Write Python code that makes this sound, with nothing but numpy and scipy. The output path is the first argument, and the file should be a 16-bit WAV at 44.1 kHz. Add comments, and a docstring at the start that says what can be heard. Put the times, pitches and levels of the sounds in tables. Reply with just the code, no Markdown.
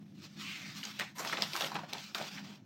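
"""A page of a spiral notebook is lifted, turned over and smoothed down on a stone counter, in mono.
Sliding paper is coloured noise with many tiny slips; the bending sheet flutters with fewer slips.
Its edge adds a fine bright hiss, rubs softly as it comes free, and the sheet snaps where it buckles.
The small room answers the paper with quick reflections and a short tail, under a faint wavering hum.
"""
import sys
import numpy as np
from scipy import signal
from scipy.fft import rfft, irfft
from scipy.io import wavfile

SR = 44100
rng = np.random.default_rng(int(sys.argv[2]) if len(sys.argv) > 2 else 0)


def store_wav(level_fs):
    """Save 16-bit WAV to argv[1]."""
    pcm = np.round(np.clip(np.atleast_2d(level_fs), -1, 1) * 32767)
    wavfile.write(sys.argv[1], SR, pcm.T.astype(np.int16))


N = 116865
T = np.arange(N) / SR  # time [s]

# Room hum and hiss: (frequency [Hz], relative level [dB per Hz])
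HUM_COLOUR = [(20, -37), (45, -33), (75, -25), (100, -5), (150, 0), (200, -4), (260, -1), (340, -8),
              (420, -23), (700, -24.5), (1300, -74), (2000, -74), (3200, -72), (6000, -37), (10000, -77.5),
              (16000, -45)]
# Tones in the hum, before the swell: (frequency [Hz], level [dB], waver width [Hz])
HUM_TONES = [(203.6, -56, 14.4), (161.3, -61, 12.6)]
# Swells and dips of the low hum: (time [s], level [dB])
HUM_SWELL = [(0, 3), (.085, -1.5), (.13, 2), (.24, 5.5), (.3, -5), (.4, 3.5), (.58, -2), (.67, 4.5),
             (.8, -1.5), (.97, -0.5), (1.05, -1.5), (1.3, -2.5), (1.45, 3), (1.6, -6), (1.78, 1.5),
             (1.95, -1), (2.15, -4.5), (2.3, -1.5), (2.41, 3), (2.56, -1), (2.65, 2.5)]
HUM_DB = -58  # before the swell
HUM_TOP_HZ = 450  # only the sound below this swells

# Sheet sliding on sheet and under the fingers, before clumping: (time [s], level [dB])
SLIDE_LEVEL = [(0, -78), (.11, -77), (.21, -63), (.243, -49.5), (.285, -64), (.365, -62.5), (.405, -47),
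               (.5, -47.5), (.6, -50.5), (.72, -54), (.775, -46), (.815, -53), (.88, -48.5), (.945, -56.5),
               (1.02, -47.5), (1.08, -59), (1.146, -73), (1.162, -52), (1.19, -54.5), (1.31, -40.5),
               (1.36, -48.5), (1.4, -46), (1.46, -47.5), (1.515, -48.5), (1.565, -42), (1.598, -45),
               (1.625, -44.5), (1.67, -44), (1.71, -53.5), (1.76, -56), (1.81, -57.5), (1.875, -64.5),
               (1.897, -51), (1.915, -54), (1.95, -51.5), (2.04, -49), (2.138, -61.5), (2.165, -48.5),
               (2.24, -47.5), (2.32, -51), (2.38, -52), (2.425, -61), (2.46, -53.5), (2.55, -60.5),
               (2.6, -74.5), (2.65, -78)]
# Colour of the sliding paper: (frequency [Hz], relative level [dB per Hz])
SLIDE_COLOUR = [(40, -33), (300, -13), (500, -37), (800, -14), (1150, 3.5), (1800, 2.5), (2500, 6.5),
                (4200, 6.5), (5800, 3), (7200, -4), (8600, -10.5), (10300, -22), (12500, -13.5),
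                (16000, -12)]
SLIDE_GRAINS_PER_S, SLIDE_SPREAD_DB, SLIDE_SMOOTH = 4500, 0.5, 0.64  # smooth: hiss rms beside the slips

# Lifted sheet bending and fluttering, before clumping: (time [s], level [dB])
FLEX_LEVEL = [(0, -73.5), (.21, -79), (.245, -60.5), (.29, -74), (.5, -68.5), (.6, -59), (.7, -66),
              (.82, -79), (.865, -52), (.93, -83), (.98, -66), (1.015, -40), (1.06, -67), (1.15, -78),
              (1.2, -42.5), (1.26, -43), (1.31, -50), (1.34, -37.5), (1.362, -47), (1.43, -42.5),
              (1.5, -60.5), (1.57, -44.5), (1.6, -49.5), (1.63, -42), (1.705, -52.5), (1.738, -45.5),
              (1.76, -36.5), (1.785, -48), (1.835, -52.5), (1.875, -62), (1.945, -45), (2.04, -66),
              (2.14, -61), (2.16, -57), (2.205, -42.5), (2.27, -56.5), (2.38, -57), (2.43, -60),
              (2.48, -54.5), (2.57, -65.5), (2.65, -78)]
# Colour of the bending sheet: (frequency [Hz], relative level [dB per Hz])
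FLEX_COLOUR = [(30, -36), (80, -21), (160, 1.5), (330, 4), (450, -1), (700, 5.5), (1000, 3.5), (1500, 0.5),
               (2200, -1.5), (4000, -7.5), (8000, -27), (16000, -42)]
FLEX_GRAINS_PER_S, FLEX_SPREAD_DB, FLEX_SMOOTH = 700, 2.5, 0.63

# Sheet's edge skimming the page below, before clumping: (time [s], level [dB])
SKIM_LEVEL = [(0, -82), (.38, -82), (.41, -64.5), (.58, -77), (.72, -91), (.78, -61), (.93, -68),
              (1.03, -81), (1.1, -88), (1.146, -86), (1.156, -57), (1.2, -49.5), (1.3, -60), (1.38, -76),
              (1.45, -58), (1.51, -59), (1.56, -49), (1.66, -52), (1.72, -63), (1.83, -92), (2.13, -77),
              (2.16, -61), (2.3, -73), (2.42, -92), (2.65, -90)]
# Colour of the skimming edge: (frequency [Hz], relative level [dB per Hz])
SKIM_COLOUR = [(40, -32), (1000, 22), (3500, -10), (6500, 1.5), (8500, 7), (10300, 0.5), (12500, 10),
               (16000, -10.5)]

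CLUMP_HZ, CLUMP_DB = 50, 1.48  # slips come in clumps: bandwidth, rms depth
PATCH_DB, PATCH_HZ, PATCH_S = 2, 262.7, 0.047  # shifting resonances: rms depth, width, lifetime

# Page edge rubbing free:
# (time of its height [s], level [dB], centre [Hz], width [Hz], rise [s], fall [s])
RUBS = [(.485, -43.5, 2698, 710, 0.027, 0.051), (0.644, -51, 2242, 460, 0.045, 0.047),
        (1.06, -52.5, 2260, 655, 0.063, 0.023)]
RUB_GLIDE = -2500  # Hz per s: the pitch sinks as the free edge lengthens

# Sheet buckling:
# (time [s], level over 10 ms [dB], centre [Hz], crackle decay [s], level of the sharp edge [dB])
SNAPS = [(.831, -42, 2420, .002, -29), (0.836, -43, 4060, 0.0091, 10), (0.852, -41.5, 4170, 0.002, -16),
         (0.9921, -42.5, 2540, 0.002, -8), (0.997, -34.5, 2110, 0.0036, 4), (1.007, -35, 2050, 0.012, -20),
         (1.02, -41.5, 1970, 0.009, -18), (1.1822, -48, 1400, 0.01, -22), (1.182, -44.5, 6160, 0.015, -14),
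         (1.193, -41.5, 6900, 0.018, -20), (1.204, -45, 680, 0.005, -17), (1.249, -38.5, 1020, 0.0021, -15),
         (1.258, -44.5, 790, 0.0065, -29), (1.274, -41.5, 4130, 0.003, -8), (1.297, -42, 1200, 0.0017, -25),
         (1.3255, -36.5, 1460, 0.0063, -12), (1.331, -36, 1700, 0.0024, -18), (1.37, -39, 2560, 0.004, -32),
         (1.388, -40, 616, 0.0023, -32), (1.410, -46.5, 4860, 0.0017, -19),
         (1.422, -28.5, 3440, 0.0015, -6), (1.4286, -41, 900, .003, -16), (1.432, -37, 3520, 0.0093, -8),
         (1.5339, -39, 3100, 0.0014, -9), (1.554, -36, 1120, 0.0025, -17), (1.564, -38.5, 2450, 0.0011, 11),
         (1.6086, -33.5, 3250, 0.0071, 3), (1.613, -39, 1300, 0.0025, -16),
         (1.621, -36.5, 3130, 0.0039, -16), (1.628, -41, 600, .012, -22), (1.6454, -37.5, 2770, .002, -12),
         (1.7184, -40.5, 1047, 0.0014, -16.5), (1.7438, -48, 1390, 0.0049, 2),
         (1.756, -49, 1070, 0.0039, -9), (1.792, -43.5, 900, .002, -31), (1.834, -45.5, 780, 0.0076, -30),
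         (1.929, -45, 2420, 0.0037, -19), (1.9329, -37.5, 3460, 0.0021, 0), (1.982, -47, 3400, 0.0035, -6),
         (2.147, -35.5, 3670, 0.003, -9), (2.150, -37, 1300, 0.013, -9), (2.182, -43.5, 2480, 0.0045, -3),
         (2.224, -47, 3260, 0.0042, -20), (2.373, -45.5, 1730, 0.013, -36), (2.381, -49, 2580, 0.0059, -26)]
# Colour of the buckling sheet: (frequency [Hz], relative level [dB per Hz])
SNAP_COLOUR = [(40, -10), (150, -19), (400, 2.5), (1000, 3), (2500, 3), (4300, 3.5), (6000, 2.5),
               (7800, -3.5), (10200, -15), (13000, -9), (16000, -7)]
SNAP_OCTAVES = 0.52  # spread of the broad resonance
SNAP_RING_DB, SNAP_RING_WIDTH = 2, 0.094  # ring at the centre: level, half width as a share of its pitch
SNAP_RIPPLE_DB = 3.5  # each buckle has its own uneven colour
SNAP_CRACKLE = 1.4 / np.sqrt(10)  # crackle beside a pulse of one
SNAP_CLEAN_S = 0.0018  # snaps shorter than this are nearly a single pulse

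# Reverberation of the small room: (frequency [Hz], time to fall by 60 dB [s])
ROOM_T60 = [(150, 0.12), (1000, 0.22), (4000, 0.14), (14000, 0.14)]
ROOM_DB, EARLY_DB, EARLY_DECAY_S = -11.5, -14, 0.014
EDGE_HZ = 16150  # top of the recorder's band


def amp(db):
    """Decibels to gain."""
    return 10 ** (np.asarray(db) / 20)


def unit(x):
    """Scales to an rms of one."""
    return x / np.sqrt(np.mean(x ** 2) + 1e-20)


def read(points, hz):
    """Reads a table on a log-frequency axis."""
    f, value = np.transpose(points)
    return np.interp(np.log(hz + 1), np.log(f + 1), value)


def level(points):
    """Gain over time from (time [s], level [dB]) points."""
    s, db = np.transpose(points)
    return amp(np.interp(T, s, db))


def add(mix, s, sound):
    """Adds a sound at a time, cut at the end of the mix."""
    part = mix[max(round(s * SR), 0):][:len(sound)]
    part += sound[:len(part)]


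def coloured(x, colour):
    """Gives a steady signal a spectrum and an rms of one."""
    gain = amp(read(colour, np.fft.rfftfreq(N, 1 / SR)))
    return unit(irfft(rfft(x) * gain, N))


def wavering(width_hz):
    """Slow complex noise of rms one and the given bandwidth."""
    noise = rng.standard_normal(N) + 1j * rng.standard_normal(N)
    lowpass = np.exp(-(np.fft.fftfreq(N, 1 / SR) / width_hz) ** 2)
    slow = np.fft.ifft(noise * lowpass)
    return slow / np.sqrt(np.mean(abs(slow) ** 2))


def hum():
    """A low rush with two wavering tones, swelling gently under a steady hiss."""
    out = amp(HUM_DB) * coloured(rng.standard_normal(N), HUM_COLOUR)
    for hz, db, width_hz in HUM_TONES:
        tone = wavering(width_hz) * np.exp(2j * np.pi * hz * T)
        out += amp(db) * unit(tone.real)
    lowpass = signal.butter(4, HUM_TOP_HZ, fs=SR, output="sos")
    low = signal.sosfiltfilt(lowpass, out)
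    hiss = out - low
    return low * level(HUM_SWELL) + hiss


def grains(per_s, spread_db, smooth):
    """Tiny slips of uneven size and random sign over an even hiss."""
    size = amp(spread_db * np.minimum(rng.exponential(1, N), 4))
    sign = rng.choice([-1., 1.], N)
    slips = size * sign * (rng.random(N) < per_s / SR)
    return unit(slips) + smooth * rng.standard_normal(N)


def slide():
    """Paper fibres catch and slip as the sheet slides."""
    slips = grains(SLIDE_GRAINS_PER_S, SLIDE_SPREAD_DB, SLIDE_SMOOTH)
    return level(SLIDE_LEVEL) * coloured(slips, SLIDE_COLOUR)


def flex():
    """Larger, sparser folds give the bending sheet its hollow flutter."""
    folds = grains(FLEX_GRAINS_PER_S, FLEX_SPREAD_DB, FLEX_SMOOTH)
    return level(FLEX_LEVEL) * coloured(folds, FLEX_COLOUR)


def skim():
    """A fine bright hiss from the sheet's edge skimming the page below."""
    return level(SKIM_LEVEL) * coloured(rng.standard_normal(N), SKIM_COLOUR)


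def patches(shape, rows, columns):
    """A smooth random field of rms one, with patches of the given size in cells."""
    a = np.fft.fftfreq(shape[0])[:, None] * rows
    b = np.fft.fftfreq(shape[1]) * columns
    smoothing = np.exp(-2 * (a ** 2 + b ** 2))
    return unit(np.fft.ifft2(np.fft.fft2(rng.standard_normal(shape)) * smoothing).real)


def rustle(size=512):
    """Sliding, bending and skimming come in clumps and ring the sheet's shifting resonances."""
    clumps = amp(CLUMP_DB * unit(wavering(CLUMP_HZ).real))
    paper = (slide() + flex() + skim()) * clumps
    overlap = 3 * size // 4
    hz, s, spectrum = signal.stft(paper, SR, nperseg=size, noverlap=overlap)
    field = patches(spectrum.shape, PATCH_HZ / hz[1], PATCH_S / s[1])
    resonances = unit(amp(PATCH_DB * field))
    return signal.istft(spectrum * resonances, SR, nperseg=size, noverlap=overlap)[1][:N]


def rub(s, db, hz, width_hz, rise_s, fall_s):
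    """A soft hissing resonance swells, fades and sinks in pitch as the page edge comes free."""
    t = T - s
    swell = 1 / np.cosh(np.clip(t / np.where(t < 0, rise_s, fall_s), -20, 20))
    turn = np.exp(2j * np.pi * np.cumsum(hz + RUB_GLIDE * t) / SR)
    return amp(db) * swell * unit((wavering(width_hz) * turn).real)


def snap(db, centre_hz, decay_s, edge_db, size=8192):
    """One buckle: a sharp pulse and a dying crackle ring a broad, uneven resonance of the sheet."""
    t, hz = np.arange(size) / SR, abs(np.fft.fftfreq(size, 1 / SR))
    crackle = rng.standard_normal(size) * np.exp(-t / decay_s)
    pulse = t == 0
    drive = crackle * SNAP_CRACKLE * np.tanh((decay_s / SNAP_CLEAN_S) ** 2) + pulse

    bump = np.exp(-.5 * (np.log2((hz + 1) / centre_hz) / SNAP_OCTAVES) ** 2)
    detuning = hz / centre_hz - centre_hz / (hz + 1)
    ring = amp(SNAP_RING_DB) / np.hypot(1, detuning / (2 * SNAP_RING_WIDTH))
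    ripple = np.interp(hz / PATCH_HZ, np.arange(size), rng.standard_normal(size))
    gain = amp(read(SNAP_COLOUR, hz) + SNAP_RIPPLE_DB * ripple) * (bump + ring + amp(edge_db))

    # Minimum phase: the resonance answers at once, with nothing ahead of the pulse
    response = np.exp(np.conj(signal.hilbert(np.log(gain))))
    sound = np.fft.ifft(np.fft.fft(drive) * response).real
    return amp(db) * sound / np.linalg.norm(sound) * np.sqrt(SR / 100)  # energy as rms over 10 ms


def snaps():
    """All the buckles of the turning page."""
    out = np.zeros(N)
    for s, *row in SNAPS:
        add(out, s, snap(*row))
    return out


def room(x, size=16384):
    """Quick reflections off counter and walls, then a short diffuse tail."""
    t = np.arange(size) / SR
    taps = rng.standard_normal(size) * (rng.random(size) < .06) * (t > .0015)
    early = taps * np.exp(-t / EARLY_DECAY_S)
    # The tail dies at its own rate in each frequency band
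    hz, s, spectrum = signal.stft(rng.standard_normal(size) * (t > .007), SR, nperseg=256)
    decay = amp(-60 * s / read(ROOM_T60, hz)[:, None])
    tail = signal.istft(spectrum * decay, SR, nperseg=256)[1][:size]
    echo = amp(EARLY_DB) * early / np.linalg.norm(early) + amp(ROOM_DB) * tail / np.linalg.norm(tail)
    return x + signal.fftconvolve(x, echo)[:N]


def scene():
    """The turning page in the humming room, on one channel; the hum gets no added echo."""
    rubs = sum(rub(*row) for row in RUBS)
    page = rustle() + rubs + snaps()
    return (hum() + room(page))[None]


def record(dry):
    """The recorder's band limit, a steep low-pass."""
    lowpass = signal.firwin(511, EDGE_HZ, window=("kaiser", 9), fs=SR)
    return signal.oaconvolve(dry, lowpass[None], "same")


dry = scene()
out = record(dry)
store_wav(out)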